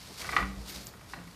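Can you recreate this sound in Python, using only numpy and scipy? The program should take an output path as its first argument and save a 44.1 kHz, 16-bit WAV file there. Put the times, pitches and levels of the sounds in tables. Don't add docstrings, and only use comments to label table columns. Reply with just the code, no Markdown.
import sys
import numpy as np
from scipy import signal
from scipy.fft import rfft, irfft
from scipy.io import wavfile

SR = 44100
rng = np.random.default_rng(int(sys.argv[2]) if len(sys.argv) > 2 else 0)


def wav_out(sig):
    wavfile.write(sys.argv[1], SR, np.round(np.clip(np.atleast_2d(sig).T, -1, 1) * 32767).astype(np.int16))


N = 59535
T = np.arange(N) / SR

# frequency in Hz, relative level in dB.
AIR_SPECTRUM = [(15, -37), (25, -8), (59, 2), (194, 2), (388, -14.5), (1010, -8), (1680, -12.5),
                (5000, -23), (13000, -25.5), (14500, -28)]
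# start in seconds, deepest mode's level in dB,
# upper modes' level in dB, their pitch ratio, their ring time (t60) in seconds.
LOW_BOOMS = [(0.272, -38, -64, 0.85, .4), (0.396, -22.5, -35, 0.98, 0.88), (.56, -28, -40, 0.61, 0.23),
             (.75, -36, -43, 0.93, 0.29), (1.17, -47, -35, .88, .25), (1.262, -57, -37.5, 0.88, 0.19)]
# frequency in Hz, relative level in dB, share of the ring time.
ROOM_MODES = [(124.8, -9.5, 1), (198.1, 3, 0.93), (297.7, -3, 0.6), (373, -19, 0.45)]
# time in seconds, level in dB.
SHUFFLE_LEVELS = [(0, -68), (.07, -57), (.11, -43.5), (.15, -54.5), (.21, -45), (.3, -46), (.37, -38.5),
                  (.41, -35), (.47, -45.5), (.56, -49.5), (.7, -48), (.79, -47), (.95, -53), (1.1, -55.5),
                  (1.165, -45.5), (1.23, -51.5), (1.35, -59)]
# frequency in Hz, relative level in dB.
SHUFFLE_SPECTRUM = [(25, -28), (38, -8), (55, 0.5), (78, -0.5), (100, -6), (135, -3.5), (250, -8),
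                    (450, -8.5), (750, -12), (1200, -24), (3000, -47)]
# start in
# seconds, level in dB, relative level of the scuff in dB, scuff decay in seconds, pitch ratio.
KNOCKS_AND_ECHOES = [(0.207, -36, -4, 0.0065, 1.1), (0.217, -30.5, -3.5, 0.0093, 1.05),
                     (0.232, -33, -18, 0.0052, 1), (.2445, -28, 0, 0.022, 1.05),
                     (0.2909, -25, 2.5, 0.0087, 1.01), (0.3243, -25.5, -4, .006, 0.98),
                     (0.3294, -30.5, 7.5, 0.018, 0.915), (0.365, -8.5, -5, 0.012, 1.05),
                     (0.3857, -31, 3.5, 0.016, 1.08), (0.427, -25.5, 1.5, 0.0053, 0.97),
                     (.938, -51.5, 8.5, 0.0055, 0.92), (1.011, -41, -6, 0.0084, 1.3),
                     (1.135, -21.5, -9.5, 0.0068, 0.86), (1.188, -39, 0.5, 0.015, 1.03),
                     (1.276, -46.5, 2.5, 0.0057, 0.97)]
# frequency in Hz, relative level in dB, t60 in seconds.
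CARDBOARD_MODES = [(920, -15.5, 0.014), (1145, -5.5, 0.0094), (1340, -8.5, 0.011), (1480, -9, 0.0071),
                   (1983, -4, 0.0083), (2425, -8, 0.0075), (2740, -12, 0.007)]
# frequency in Hz, relative level in dB.
SCUFF_SPECTRUM = [(200, -28), (500, -14), (800, -4.5), (1200, 2.5), (1600, -5.5), (2050, -1), (2600, -10),
                  (3300, -20.5), (6000, -31), (12000, -54)]
# delay in seconds, gain in dB.
BOX_ECHOES = [(.0026, -8.5), (.0041, -14.5), (.0062, -15.5), (.0088, -15)]
# middle in seconds, half length in seconds, level in dB, pitch in Hz.
SQUEAKS = [(0.703, 0.016, -48, 13370), (0.868, 0.02, -50.5, 13460), (0.889, 0.0025, -49, 4550)]
# start in seconds, level in dB.
TICKS = [(0.207, -42), (.269, -32.5), (0.696, -33), (0.758, -48), (.764, -46), (.78, -44), (.822, -51),
         (0.8694, -29), (1.015, -50)]
# time in seconds, level in dB.
STIR_LEVELS = [(0, -52), (.164, -51), (.184, -45.5), (.22, -40), (.23, -47.5), (.33, -46), (.39, -47),
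               (.43, -53), (.55, -57.5), (.65, -53), (.698, -43.5), (.718, -49), (.756, -44), (.795, -50.5),
               (.82, -48.5), (.835, -53.5), (.855, -56), (.88, -51), (.906, -62), (1.05, -61.5),
               (1.12, -52), (1.18, -60.5), (1.35, -58.5)]
# frequency in Hz, relative level in dB.
RUSTLE_SPECTRUM = [(150, -15), (300, -29), (450, -12), (750, -11), (1400, -7), (2100, -5), (3000, -6),
                   (4000, -1.5), (4700, -0.5), (6300, -6.5), (9000, -10), (14000, -15.5)]

AIR_DB, SHUFFLE_DB, SCUFF_DB = -53.5, -3.5, 15.5
BOOM_HZ, BOOM_T60_S, BOOM_RISE_S = 56.6, 0.32, 0.03
CONTACT_HZ = 3640
CRUNCH_DB, CRUNCH_DELAY_S, CRUNCH_DECAY_S = -22, 0.0034, 0.0044
RUB_DB, JERK_DB = -2, 1.0
SLIP_DB, SLIP_SPREAD_DB, SLIPS_PER_S = -3, 2, 2200
ROOM_T60_S, ROOM_DELAY_S, KNOCK_ROOM_DB, FOAM_ROOM_DB = 0.35, 0.015, -7, -12
LOW_CUT_HZ, HIGH_CUT_HZ = 26, 14600


def from_db(db):
    return 10 ** (np.asarray(db) / 20)


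def unit_rms(x):
    return x / np.sqrt(np.mean(x ** 2) + 1e-20)


def level(rows):
    return from_db(np.interp(T, *np.transpose(rows)))


def noise():
    return rng.standard_normal(N)


def coloured(x, spectrum):
    hz, db = np.transpose(spectrum)
    bin_hz = np.maximum(np.arange(N // 2 + 1) * SR / N, 1)
    gain = from_db(np.interp(np.log(bin_hz), np.log(hz), db))
    return unit_rms(irfft(rfft(x) * gain, N))


def band(x, low_hz, high_hz):
    return signal.sosfilt(signal.butter(2, [low_hz, high_hz], "band", fs=SR, output="sos"), x)


def ring(x, hz, t60):
    radius, angle = np.exp(-np.log(1000) / (t60 * SR)), 2 * np.pi * hz / SR
    return signal.lfilter([0, np.sin(angle)], [1, -2 * radius * np.cos(angle), radius ** 2], x + 1e-18)


def dying(start, decay_s):
    return (T >= start) * np.exp(-np.maximum(T - start, 0) / decay_s)


def swell(start, hz, t60):
    age = np.maximum(T - start, 0)
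    rise = 1 - np.exp(-age / BOOM_RISE_S)
    return np.sin(2 * np.pi * hz * age) * rise * dying(start, t60 / np.log(1000))


def room_tone():
    return from_db(AIR_DB) * coloured(noise(), AIR_SPECTRUM)


def room_reverb(x):
    tail = noise() * dying(ROOM_DELAY_S, ROOM_T60_S / np.log(1000))
    return signal.fftconvolve(x, tail / np.linalg.norm(tail))[:N]


def room_booms():
    booms = np.zeros(N)
    for start, boom_db, upper_db, ratio, t60 in LOW_BOOMS:
        booms += from_db(boom_db) * swell(start, BOOM_HZ, BOOM_T60_S)
        for hz, mode_db, share in ROOM_MODES:
            booms += from_db(upper_db + mode_db) * swell(start, hz * ratio, t60 * share)
    return booms


def load_shuffle():
    return from_db(SHUFFLE_DB) * level(SHUFFLE_LEVELS) * coloured(noise(), SHUFFLE_SPECTRUM)


def cardboard_knocks():
    ringing, scuff_envelope, crunch_envelope = np.zeros((3, N))
    for start, db, scuff_db, scuff_s, ratio in KNOCKS_AND_ECHOES:
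        click = from_db(db) * (np.arange(N) == int(start * SR))
        for k, (hz, mode_db, t60) in enumerate(CARDBOARD_MODES):
            ringing += (-1) ** k * from_db(mode_db) * ring(click, hz * ratio, t60)
        scrape = dying(start, scuff_s) / np.sqrt(scuff_s * SR / 2)
        scuff_envelope += from_db(db + scuff_db) * scrape
        crunch_envelope += from_db(db + CRUNCH_DB) * dying(start + CRUNCH_DELAY_S, CRUNCH_DECAY_S)
    dulled = signal.sosfilt(signal.butter(2, CONTACT_HZ, fs=SR, output="sos"), ringing)
    scuff = from_db(SCUFF_DB) * scuff_envelope * coloured(noise(), SCUFF_SPECTRUM)
    crunch = crunch_envelope * unit_rms(band(noise(), low_hz=2360, high_hz=4340))
    knocks = dulled + scuff + crunch
    echoes = sum(from_db(db) * np.interp(T - delay, T, knocks, left=0) for delay, db in BOX_ECHOES)
    return knocks + echoes


def peanut_squeaks(half_width_hz=54):
    squeaks = np.zeros(N)
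    for middle, half_length, db, hz in SQUEAKS:
        narrow_noise = band(noise(), hz - half_width_hz, hz + half_width_hz)
        phase = np.angle(signal.hilbert(narrow_noise))
        envelope = np.exp(-0.5 * ((T - middle) / half_length) ** 2)
        squeaks += from_db(db) * envelope * np.cos(phase)
    return squeaks


def peanut_ticks():
    envelope = sum(from_db(db) * dying(start, decay_s=0.0011) for start, db in TICKS)
    return band(envelope * noise(), low_hz=3640, high_hz=10200)


def peanut_rustle():
    jerks = unit_rms(band(noise(), low_hz=13, high_hz=83.33))
    stir = level(STIR_LEVELS) * from_db(JERK_DB * jerks)
    slipping = rng.random(N) < SLIPS_PER_S * np.sqrt(unit_rms(stir)) / SR
    sizes = from_db(SLIP_SPREAD_DB * np.minimum(rng.exponential(1, N), 4))
    signs = rng.choice([-1, 1], N)
    slips = from_db(SLIP_DB) * coloured(slipping * sizes * signs, RUSTLE_SPECTRUM)
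    rubbing = from_db(RUB_DB) * coloured(noise(), RUSTLE_SPECTRUM)
    return stir * (rubbing + slips)


def scene():
    foam = peanut_rustle() + peanut_ticks() + peanut_squeaks()
    knocks = cardboard_knocks()
    background = load_shuffle() + room_tone()
    reverb = room_reverb(from_db(KNOCK_ROOM_DB) * knocks + from_db(FOAM_ROOM_DB) * foam)
    return (background + reverb + room_booms() + knocks + foam)[None]


def record(dry):
    low_cut = signal.butter(4, LOW_CUT_HZ, "high", fs=SR, output="sos")
    high_cut = signal.ellip(12, 0.1, 80, HIGH_CUT_HZ, fs=SR, output="sos")
    return signal.sosfilt(high_cut, signal.sosfilt(low_cut, dry))


dry = scene()
out = record(dry)
wav_out(out)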